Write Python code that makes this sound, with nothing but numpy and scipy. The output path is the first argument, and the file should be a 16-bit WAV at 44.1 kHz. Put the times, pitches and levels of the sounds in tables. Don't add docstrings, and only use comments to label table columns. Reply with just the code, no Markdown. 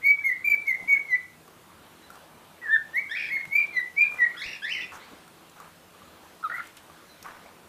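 import sys
import numpy as np
from scipy import signal
from scipy.io import wavfile
from scipy.ndimage import uniform_filter1d

SR = 44100
rng = np.random.default_rng(int(sys.argv[2]) if len(sys.argv) > 2 else 0)


def ratio_of_db(decibels):
    return 10 ** (np.asarray(decibels, float) / 20)


def wav_record(signal):
    frames = np.transpose(np.atleast_2d(signal))
    bounded = np.clip(frames, -1, 1)
    quanta = np.round(bounded * 32767).astype(np.int16)
    wavfile.write(sys.argv[1], SR, quanta)


N = 338688

# start t/s, length t/s, from f/Hz, to f/Hz, peak level/dB
EASED_NOTES = [
    (0.024, 0.12, 2210, 2282, -16),
    (0.655, 0.082, 2234, 2029, -19),
    (2.93, 0.073, 1900, 2253, -22),
    (3.507, 0.1106, 2242, 2381, -17),
    (3.961, 0.092, 2318, 2442, -14.5),
]
# start t/s, length t/s, from f/Hz, to f/Hz, peak level/dB
HELD_NOTES = [
    (0.235, 0.084, 2175, 1896, -19.5),
    (0.439, 0.11, 2351, 2281, -17.5),
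    (0.873, .103, 2239, 2166, -18),
    (3.309, 0.075, 2186, 2080, -23.5),
]
# start t/s, length t/s, from f/Hz, to f/Hz, peak level/dB
SETTLED_NOTES = [
    (1.081, 0.077, 2081, 1981, -22.5),
    (2.614, 0.075, 1941, 1611, -34.5),
    (3.723, 0.091, 2125, 1963, -23),
    (4.181, 0.081, 1971, 1911, -16.5),
]
# start t/s, length t/s, from f/Hz, to f/Hz, peak level/dB
ARCHED_NOTES = [
    (2.679, .09, 1790, 1530, -18.5),
]
# start t/s, length t/s, from f/Hz, to f/Hz, peak level/dB
NEAR_CHIRP = (6.437, .042, 1365, 1195, -25)
# peak [share of length],
# then octave, low and high overtones level/dB below the peak
BEAK_LEVELS = [(0.52, -34.5, -47.5, -39.5), (0.44, -37, -40, -38), (0.6, -33, -42, -40.5),
               (0.69, -35.5, -43.5, -38), (.45, -38.5, -46.5, -50), (0.37, -42.5, -41.5, -38),
               (0.55, -39.5, -40, -34.5), (0.55, -45, -40.5, -41.5), (0.78, -27, -44, -42),
               (0.72, -31, -39, -45.5), (0.66, -45, -50.5, -57), (0.73, -24.5, -41, -45.5),
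               (0.6, -37, -50, -56), (0.62, -21.5, -49, -53.5)]
CHIRP_BEAK_LEVELS = (.27, -35, -31, -62)
# entry pitch [share], entry t/s, glide delay [power], glide ease [power],
# entry level/dB, spoken level/dB
EASE_WAY = (0.9354, 0.0263, 1.01, 1.96, -26, -8)
HOLD_WAY = (0.935, 0.01, 2.5, 1.13, -22.5, -5.5)
LAND_WAY = (1.035, .024, 1.01, 4, -22, -10)
LINGER_WAY = (.99, .015, 1.7, 1.4, -16, -5)
SETTLE_WAY = (1.02, .014, 1.01, 2.4, -25, -15)
ARCH_WAY = (.93, .05, 3.2, 1.01, -15, -3)
SNAP_WAY = (1, .004, 1, 1.7, -5, -2)
BEAK_PEAK_SHARES = (0.63, 0.55, .35)
BEAK_END_DB = (-17.5, -14, -12.5)
# multiple of the fundamental [1], level/dB
LOW_PARTIALS = [(3, 3), (4, -10.5)]
# multiple of the fundamental [1], level/dB
HIGH_PARTIALS = [(5, 0.5), (6, 7), (7, -2.5)]
END_DB, CHIRP_END_DB, BEAK_CLOSED_DB = -7.5, -13.5, -36
# t/s, length t/s, from f/Hz, to f/Hz, level/dB
PITCH_FLICKS = [(.008, .028, 1650, 2700, -47), (0.207, .02, 1490, 1890, -49),
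                (0.29, 0.021, 1962, 1860, -29), (0.528, 0.012, 1900, 1500, -45),
                (0.495, 0.032, 3060, 2770, -57), (0.723, .014, 1990, 1740, -38),
                (0.953, 0.013, 1780, 1610, -40.5), (0.953, .014, 2650, 2890, -58),
                (1.144, 0.0217, 2045, 2370, -31), (2.762, 0.023, 1650, 1430, -36),
                (4.81, 0.027, 3400, 3600, -46), (3.294, 0.031, 1810, 2150, -32.5),
                (3.363, 0.014, 1980, 1700, -33), (3.598, 0.011, 2530, 2940, -43),
                (3.788, .014, 1730, 1510, -47), (4.034, 0.02, 1850, 1500, -45),
                (4.03, 0.019, 5000, 2950, -51), (4.24, 0.0213, 1974, 2300, -24),
                (2.7, 0.019, 1500, 1750, -33.5), (6.427, 0.0084, 1450, 1200, -37),
                (7.07, 0.074, 4180, 3930, -59), (2.02, 0.048, 3800, 4150, -57),
                (7.46, 0.0082, 2000, 2500, -49), (7.482, 0.0085, 2240, 2300, -55)]
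# t/s, length t/s, from f/Hz, to f/Hz, level/dB
SQUEAKS = [
    (3.168, .016, 3300, 3250, -42),
    (3.262, .014, 3250, 3350, -48),
    (3.286, .016, 3300, 3350, -45),
    (6.446, .016, 13000, 12300, -61),
    (6.446, .014, 11900, 11400, -61),
]
# t/s, level/dB, half-width t/s
WHISTLE_DIPS = [(0.08, -10.5, 0.0051), (0.308, -1, 0.0067), (0.47, -11, 0.0062), (0.493, -37, 0.0087),
                (0.529, -6, 0.0037), (0.691, -6, 0.0043), (0.703, -1, .004), (0.723, -28, 0.0045),
                (0.737, -12, 0.0075), (0.946, -8, 0.0035), (3.351, -22, 0.0026), (3.547, -10, 0.011),
                (3.571, -4, 0.0039), (3.58, -8, 0.0035), (4.005, -6, 0.0037), (4.017, -6, 0.003),
                (4.046, -14.5, 0.0027), (4.257, -12, 0.0093), (4.39, -7, .04), (.042, 4, .01),
                (.32, 6, .005), (.355, -4, .025), (.68, 4, .008), (.9, 2.5, .012), (.976, 4, .009),
                (1.33, 5, .07), (2.765, 4, .007), (2.952, 5, .016), (2.985, 3, .004), (3.558, 3, .006),
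                (3.77, 6, .007), (3.808, 5, .008), (3.982, 5, .008), (4.272, 5, .012), (4.31, 3, .012)]
# t/s, level/dB, half-width t/s
WHISTLE_SWELLS = [(0.072, 3, 0.02), (0.107, 3.5, 0.0095), (0.123, -3, 0.009), (0.148, 8.5, 0.014),
                  (0.149, -9.5, 0.034), (0.17, -7, 0.018), (0.265, 2, 0.014), (0.311, -10, 0.0057),
                  (0.472, -1, 0.032), (0.504, 4, 0.013), (0.521, 6.5, 0.0065), (0.549, 6.5, 0.015),
                  (0.6, -3, 0.04), (0.647, -7, 0.013), (0.729, -3, 0.0075), (0.751, 6.5, 0.0086),
                  (0.782, -12, 0.014), (0.884, -6, 0.012), (0.933, 5, 0.0075), (0.958, -4, 0.012),
                  (0.997, 8, 0.0083), (1.031, -6, 0.035), (2.78, -4, 0.016), (3.412, 7, 0.012),
                  (3.538, -5, 0.0055), (3.566, 6.5, 0.0036), (3.598, -9.5, 0.0075), (3.639, 6.5, 0.034),
                  (3.643, 1.5, 0.033), (3.752, -3.5, 0.029), (3.799, 6, 0.012), (3.871, 6.5, 0.031),
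                  (4.004, -3.5, 0.0067), (4.02, 6.5, 0.0095), (4.021, 3.5, 0.0037), (4.047, -8, 0.006),
                  (4.054, 5.5, 0.0042), (4.077, 6, 0.035), (4.124, -5, 0.037), (4.169, -11, 0.011),
                  (4.217, 4, 0.011), (4.279, -6.5, 0.032), (4.286, -13, 0.0054), (4.334, -8, 0.015)]

# t/s, bottom f/Hz, top f/Hz, level/dB, throat resonance f/Hz
WARBLE_CURVES = [
    [(3.09, 1553, 1577, -47, 1650), (3.115, 1732, 1775, -35, 1870), (3.14, 1812, 1998, -39.5, 1890),
     (3.165, 1487, 2545, -29.5, 2430), (3.2, 1699, 2866, -28, 2340), (3.23, 1701, 2740, -33, 2360),
     (3.26, 1756, 2674, -31.5, 2400), (3.28, 1615, 2604, -33, 2310), (3.305, 1554, 2490, -33, 2230)],
    [(4.364, 1530, 1640, -42, 1900), (4.385, 1625, 1779, -47.5, 2020), (4.417, 1726, 2107, -34.5, 2090),
     (4.44, 1758, 2508, -37.5, 2250), (4.462, 1798, 2832, -38, 2640), (4.506, 1770, 2890, -38.5, 2700),
     (4.545, 1706, 2810, -41, 2580), (4.575, 1640, 2216, -47, 2180)],
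    [(4.615, 1506, 1546, -50, 1560), (4.645, 1749, 1773, -36.5, 1810), (4.69, 1795, 2524, -31.5, 2120),
     (4.728, 2398, 3144, -30.5, 3050), (4.752, 2000, 3040, -30, 2230), (4.775, 1922, 2953, -32, 2060),
     (4.798, 1844, 2896, -34, 1970), (4.81, 1893, 3100, -32.5, 2750), (4.858, 1907, 2620, -41.5, 2290)],
    [(4.995, 1710, 1920, -60, 1970), (5.04, 1766, 2310, -59, 2290), (5.075, 1800, 2310, -72, 2230)],
]
# swing f/Hz, first phase [turns], unevenness [turns], second partial level/dB
WARBLE_SWINGS = [(100.1, 0.097, 0.19, -4), (44.6, 0.44, .06, 9), (99.8, 0.098, 0.15, -2),
                 (95.6, 0.081, 0.085, 13)]
# off-resonance level/dB, beak ring level/dB, throat width f/Hz, echo level/dB
WARBLE_FILTERS = [(-9, -1.5, 267, 1), (-6, -9, 280, 2.5), (-8, 1.5, 290, 0.5), (-11, -10, 330, .5)]
THIN_DB, THIN_HZ, THIRD_DB = -21, 345, -11.5
WIDE_THIRD_DB, SHEEN_DB = -4, -26
RING_HZ, RING_WIDTH_HZ = 5140, 500
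# t/s, length t/s, from f/Hz, to f/Hz, width f/Hz, level/dB
HOARSE_AIR = [
    (4.325, .14, 1300, 1700, 280, -49),
    (3.16, .115, 2420, 2350, 130, -36),
    (3.15, .16, 3350, 3250, 450, -53),
    (4.745, .065, 2230, 1930, 150, -39),
    (4.8, .06, 2830, 2350, 170, -40),
    (4.44, .13, 2150, 2250, 450, -46),
]
# t/s, pitch f/Hz, top note level/dB, rasp level/dB
CROAK_CURVE = [
    (6.497, 1826, -44, -34),
    (6.51, 1887, -43, -34.5),
    (6.529, 1863, -28.5, -36),
    (6.553, 2010, -35, -38.5),
    (6.574, 2167, -37.5, -40),
    (6.595, 2115, -35.5, -36),
    (6.613, 1505, -37, -40),
    (6.62, 1480, -62, -61),
]
# f/Hz, width f/Hz, level/dB
RASP_RESONANCES = [(750, 300, -18), (1380, 230, 0), (3700, 700, -30)]

# t/s, peak level/dB, ring f/Hz, treble level/dB
WOOD_KNOCKS = [(1.055, -54, 930, -10), (1.478, -43.5, 1140, -5), (1.701, -49.5, 1180, -16),
               (2.103, -35, 1376, -8.5), (2.155, -42, 1165, -5.5), (2.583, -53.5, 620, -12),
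               (5.278, -45.5, 1370, -2.5), (5.601, -34.5, 1165, -8.5), (5.948, -44, 1160, -19),
               (6.019, -40, 1156, -21), (6.255, -43, 1030, -20), (6.899, -40, 1166, -18),
               (7.262, -29.5, 1170, -17)]
# t/s, level/dB, centre f/Hz
WIRE_CLICKS = [(.619, -49.5, 7500), (.669, -46.5, 4990), (2.945, -63, 9000), (3.455, -37, 1750),
               (3.6, -36, 1493), (5.115, -53, 4000), (5.498, -46, 6000), (6.673, -46, 7000),
               (6.771, -42.5, 7960), (7.229, -38.5, 6100), (7.462, -43.5, 698)]
# t/s, length t/s, level/dB, centre f/Hz, treble level/dB
WOOD_SCUFFS = [(0.778, 0.31, -57.5, 626, -11), (2.11, 0.17, -56.5, 930, -8),
               (2.288, 0.068, -57, 800, -25.5), (2.625, 0.22, -53.5, 1190, -19.5),
               (4.11, 0.17, -50.5, 1118, -10), (4.92, 0.1, -46, 1060, -13), (0.808, 0.087, -55, 190, -28),
               (3.471, 0.047, -53, 176.5, -12), (5.115, 0.041, -50, 263, -28.5),
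               (5.56, 0.17, -52.5, 980, -13.5), (6.214, 0.11, -58.5, 680, -7),
               (6.628, 0.094, -55, 1964, -6), (6.769, 0.029, -52, 2580, -8),
               (7.246, 0.091, -43.5, 1116, -19.5), (7.442, 0.12, -56, 711, -22),
               (4.456, 0.042, -53, 61, -45.5), (7.33, 0.14, -53.5, 1110, -18.5)]
# t/s, length t/s, level/dB, centre f/Hz
RATTLES = [(3.468, 0.016, -60.5, 7500), (3.665, .008, -54.5, 5950), (4.693, .01, -53.5, 7520),
           (4.925, .06, -55, 6400), (2.608, .03, -54.5, 1880), (4.13, .02, -59, 11000),
           (6.515, .095, -59, 12000), (6.53, .06, -61.5, 7500), (6.666, .014, -59.5, 12000),
           (6.766, .012, -55, 12500), (2.578, 0.0082, -53, 1760), (4.36, .09, -63, 10000),
           (7.222, .014, -55, 13000)]

# f/Hz, decay t/s
PATIO_DECAY = [(300, 0.2), (1200, 0.15), (2200, 0.34), (4500, 0.23), (8000, 0.16), (14000, 0.12)]
# delay t/s, level/dB
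WALL_ECHOES = [(.004, -11), (.0105, -11), (.019, -14.5), (.033, -15)]
# f/Hz, density level/dB
AIR_SPECTRUM = [(12, -49), (20, -17), (42, -30), (70, -7), (129, -15), (165, -3), (280, -9), (322, -6),
                (899, -7), (977, -6.5), (1190, -6.5), (2010, -12.5), (4030, -16.5), (5030, -21),
                (15300, -24)]
AIR_DB = -52.5
# t/s, level/dB
CAGE_BUSTLE = [(0, -1), (.45, -2), (.92, 3), (1.3, -3.5), (2.07, -1), (2.59, -3), (3.61, 1), (4.02, 1.5),
               (4.47, 3.5), (4.6, -2), (5.09, 3.5), (5.31, -1.5), (5.65, 0.5), (5.82, -1.5), (6.61, 1.5),
               (7.06, 0), (7.31, 2.5), (7.68, -3.5)]
# t/s, level/dB
TRAFFIC_RUMBLE = [
    (0, 3),
    (1.5, 1),
    (3.3, 0.5),
    (3.6, -3),
    (7.68, 0),
]
# f/Hz, width f/Hz, level/dB
MACHINE_HUM = [(83, 27, -70.5), (160.9, 6.9, -69), (322, 15, -69), (241, 11, -72.5)]
EDGE_HZ = 15100


def whistle(note, beak, way, end_db=END_DB, overtones=LOW_PARTIALS):
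    _, length, from_hz, to_hz, db = note
    peak_at, *below_db = beak
    entry, entry_s, delay, ease, entry_db, spoken_db = way
    t = np.arange(0, length, 1 / SR)
    gone = np.clip((t - entry_s) / (length - entry_s), 0, 1)
    glide = 1 - (1 - gone ** delay) ** ease
    hz = from_hz * np.interp(t, [0, entry_s], [entry, 1]) + (to_hz - from_hz) * glide
    level = db + np.interp(t, [0, entry_s, peak_at * length, length], [entry_db, spoken_db, 0, end_db])
    gains = []
    for below, at, shut in zip(below_db, BEAK_PEAK_SHARES, BEAK_END_DB):
        times = [0, entry_s, max(at * length, 1.05 * entry_s), length]
        gains.append(ratio_of_db(db + below + np.interp(t, times, [BEAK_CLOSED_DB, -5, 0, shut])))
    second, low, high = gains
    phase = 2 * np.pi * np.cumsum(hz * (1 + 0.0067 * drift(len(hz), 240))) / SR
    out = ratio_of_db(level) * np.sin(phase) + second * np.sin(2 * phase)
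    out += low * sum(ratio_of_db(d) * np.sin(k * phase) for k, d in overtones)
    out += high * sum(ratio_of_db(d) * np.sin(k * phase) for k, d in HIGH_PARTIALS)
    return np.sqrt(2) * out * signal.windows.tukey(len(hz), .12)


def flick(length, from_hz, to_hz, db):
    hz = np.linspace(from_hz, to_hz, round(length * SR))
    flutter = 1 + .012 * np.sin(2 * np.pi * 65 * np.arange(len(hz)) / SR)
    phase = 2 * np.pi * np.cumsum(hz * flutter) / SR
    tone = np.sin(phase) + ratio_of_db(-34) * np.sin(2 * phase)
    return np.sqrt(2) * ratio_of_db(db) * tone * np.hanning(len(hz))


def warble(rows, rate, first, uneven, clean_db, flat_db, ring_db, width):
    bottom, top, db, throat = unroll(rows)
    count = len(db)
    second_db = clean_db + THIN_DB * (1 - np.exp((bottom - top) / THIN_HZ))
    third_db = second_db + THIRD_DB + WIDE_THIRD_DB * (1 - np.exp((bottom - top) / 600))
    turns = first + rate * np.arange(count) / SR + uneven * drift(count, 405)
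    swing = .5 + .5 * np.cos(2 * np.pi * turns)
    hz = (bottom + (top - bottom) * swing) * (1 + 0.011 * drift(count, 54))
    phase = 2 * np.pi * np.cumsum(hz) / SR
    fundamental, octave = np.sin(phase), np.sin(2 * phase)
    throat_tone = resonate(resonate(fundamental, throat, width), throat, width)
    tone = ratio_of_db(flat_db) * fundamental + ratio_of_db(2.5) * throat_tone
    tone += ratio_of_db(second_db - 1.6 * abs(hz - throat) / 1000) * octave
    tone += ratio_of_db(third_db) * np.sin(3 * phase)
    tone += ratio_of_db(second_db + ring_db) * resonate(octave, RING_HZ, RING_WIDTH_HZ)
    tone += ratio_of_db(second_db + SHEEN_DB) * (np.sin(4 * phase) + np.sin(5 * phase) + np.sin(6 * phase))
    return np.sqrt(2) * ratio_of_db(db + 2.37 * drift(count, 170)) * tone * signal.windows.tukey(count, .08)


def wheeze(air, length, from_hz, to_hz, width, db):
    hz = np.linspace(from_hz, to_hz, round(length * SR))
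    band = resonate(resonate(air[:len(hz)], hz, width), hz, width)
    return ratio_of_db(db) * evened(band) * signal.windows.tukey(len(hz), .5)


def croak():
    hz, db, rasp_db = unroll(CROAK_CURVE)
    count = len(hz)
    t = np.arange(count) / SR
    phase = 2 * np.pi * np.cumsum(hz * (1 + 0.0081 * drift(count, 80))) / SR
    sixth = ratio_of_db(np.interp(t, [.04, .052, .064], [-46, -23, -46]))
    note = np.sqrt(2) * (np.sin(phase) + sixth * np.sin(6 * phase))
    puffs = rng.standard_normal(SR // 2)[:count] * ratio_of_db(3.8 * drift(count, 120))
    rasp = sum(ratio_of_db(d) * resonate(resonate(puffs, f, w), f, w) for f, w, d in RASP_RESONANCES)
    note *= abs(np.sin(np.pi * 40 * (t - .014))) ** .6
    return ratio_of_db(db + 2.7 * drift(count, 120)) * note + ratio_of_db(rasp_db) * evened(rasp)


def claws():
    out, t = np.zeros(N), np.arange(1500) / SR
    rise = 1 - np.exp(-t / 0.00027)
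    for s, db, hz, treble_db in WOOD_KNOCKS:
        ring = np.sin(2 * np.pi * hz * t) * ratio_of_db(-60 * t / 0.048)
        snap = rng.standard_normal(len(t)) * ratio_of_db(treble_db - 60 * t / 0.023)
        add(out, s, ratio_of_db(db - 1.0) * rise * (ring + snap))
    for s, db, hz in WIRE_CLICKS:
        snap = evened(resonate(rng.standard_normal(len(t)), hz, 0.38 * hz))
        add(out, s - .002, ratio_of_db(db - 60 * t / 0.018) * rise * snap)
    for s, length, db, hz, treble_db in WOOD_SCUFFS:
        grit, clumps = rng.standard_normal((8000, 2))[:round(length * SR)].T
        grit = grit * ratio_of_db(3.4 * evened(uniform_filter1d(clumps, 150)))
        u = np.linspace(0, 1, len(grit))
        body = evened(resonate(resonate(grit, hz, hz), hz, hz))
        hiss = evened(resonate(grit, 5000, 7000))
        stroke = 2.21 * u ** 0.21 * (1 - u)
        add(out, s, ratio_of_db(db) * (body + ratio_of_db(treble_db) * hiss) * stroke)
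    return out


def rattle():
    out, shiver = np.zeros(N), rng.standard_normal((len(RATTLES), 4000))
    for (s, length, db, hz), noise in zip(RATTLES, shiver):
        ring = resonate(resonate(noise, hz, .45 * hz), hz, .45 * hz)
        ring = evened(ring)[:round(length * SR)]
        add(out, s, ratio_of_db(db) * ring * np.hanning(len(ring)) ** .6)
    return out


def patio(x):
    taps = np.zeros(SR)
    at = np.arange(500, SR - 20, 20)
    taps[at + rng.integers(0, 20, len(at))] = rng.choice([-1., 1.], len(at))
    hz, t, z = signal.stft(taps, SR, nperseg=256)
    decay = ratio_of_db(-60 * t / read(PATIO_DECAY, hz)[:, None])
    tail = signal.istft(z * decay, SR, nperseg=256)[1]
    tail *= ratio_of_db(-8.5) / np.linalg.norm(tail)
    for delay, db in WALL_ECHOES:
        tail[round(delay * SR)] += ratio_of_db(db)
    return signal.fftconvolve(x, tail)[:N]


def suburb():
    frames, hz = N // 256 + 5, np.fft.rfftfreq(1024, 1 / SR)[:, None]
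    a, b, patches = rng.standard_normal((frames, 513, 3)).T
    patches = evened(uniform_filter1d(uniform_filter1d(patches, 10, 0), 16, 1))
    t = np.arange(frames) * 256 / SR
    bustle_db = np.interp(t, *np.transpose(CAGE_BUSTLE))
    lift_db = bustle_db * 0.79 / (1 + (np.log(hz / 1000 + .01) / 0.76) ** 4)
    lift_db += bustle_db * 0.73 / (1 + (np.log(hz / 3600 + .01) / 0.61) ** 4)
    lift_db += np.interp(t, *np.transpose(TRAFFIC_RUMBLE)) * (hz < 130)
    swell = drift(frames, 25) * (hz < 5000)
    z = (a + 1j * b) * ratio_of_db(read(AIR_SPECTRUM, hz) + lift_db + 1.5 * patches + 0.79 * swell)
    air = signal.istft(z, nperseg=1024, noverlap=768)[1][:N]
    noise = rng.standard_normal(N)
    hum = sum(ratio_of_db(db) * evened(resonate(resonate(noise, f, w), f, w)) for f, w, db in MACHINE_HUM)
    return ratio_of_db(AIR_DB) * evened(air) + hum


def resonate(x, hz, width):
    r = np.exp(-np.pi * width / SR)
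    turn = np.exp(2j * np.pi * np.cumsum(hz * np.ones(len(x))) / SR)
    return 2 * (turn * signal.lfilter([1 - r], [1, -r], x / turn)).real


def drift(length, smooth):
    x = rng.standard_normal(SR // 2)[:length]
    return evened(uniform_filter1d(uniform_filter1d(x, int(smooth)), int(smooth)))


def evened(x):
    return x / np.sqrt(np.mean(x ** 2) + 1e-20)


def read(points, hz):
    f, value = np.transpose(points)
    return np.interp(np.log(hz + 1), np.log(f + 1), value)


def unroll(rows):
    s, *columns = np.transpose(rows)
    t = np.arange(s[0], s[-1], 1 / SR)
    return [np.interp(t, s, c) for c in columns]


def add(mix, s, sound):
    part = mix[round(s * SR):][:len(sound)]
    part += sound[:len(part)]


def scene():
    whistler, warbler, sent, near = np.zeros(N), np.zeros(N), np.zeros(N), claws()
    notes = EASED_NOTES + HELD_NOTES + SETTLED_NOTES + ARCHED_NOTES
    ways = [EASE_WAY] * len(EASED_NOTES) + [HOLD_WAY] * len(HELD_NOTES)
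    ways += [LAND_WAY, LINGER_WAY, SETTLE_WAY, LAND_WAY] + [ARCH_WAY] * len(ARCHED_NOTES)
    for note, beak, way in zip(notes, BEAK_LEVELS, ways):
        add(whistler, note[0], whistle(note, beak, way))
    for s, *glide in PITCH_FLICKS:
        add(whistler, s, flick(*glide))
    for s, *glide in SQUEAKS:
        add(near, s, flick(*glide))
    for rows, swings, (*tone, echo_db) in zip(WARBLE_CURVES, WARBLE_SWINGS, WARBLE_FILTERS):
        call = warble(rows, *swings, *tone)
        add(warbler, rows[0][0], call)
        add(sent, rows[0][0], ratio_of_db(echo_db) * call)
    air = rng.standard_normal(SR // 2)
    for s, *shape in HOARSE_AIR:
        add(warbler, s, wheeze(np.roll(air, round(s * SR)), *shape))
    chirp = whistle(NEAR_CHIRP, CHIRP_BEAK_LEVELS, SNAP_WAY, CHIRP_END_DB, LOW_PARTIALS[:1])
    add(near, NEAR_CHIRP[0], chirp)
    add(near, CROAK_CURVE[0][0], croak())
    whistle_gain = np.ones(N)
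    for s, depth_db, width in WHISTLE_DIPS:
        add(whistle_gain, s - width, (ratio_of_db(depth_db) - 1) * np.hanning(round(2 * width * SR)))
    swelling_db = np.zeros(N)
    for s, db, width in WHISTLE_SWELLS:
        add(swelling_db, s - width, db * np.hanning(round(2 * width * SR)))
    whistle_gain *= ratio_of_db(swelling_db)
    echoes = patio(whistler + sent + ratio_of_db(-5.0) * near)
    return (whistle_gain * (whistler + echoes) + warbler + near + suburb() + rattle())[None]


def roll_off(x):
    return signal.sosfilt(signal.butter(12, 15130, fs=SR, output="sos"), x)


def record(dry):
    lowpass = signal.firwin(511, EDGE_HZ, window=("kaiser", 9), fs=SR)
    limited = signal.oaconvolve(dry, lowpass[None], "same")
    return roll_off(limited)


dry = scene()
out = record(dry)
wav_record(out)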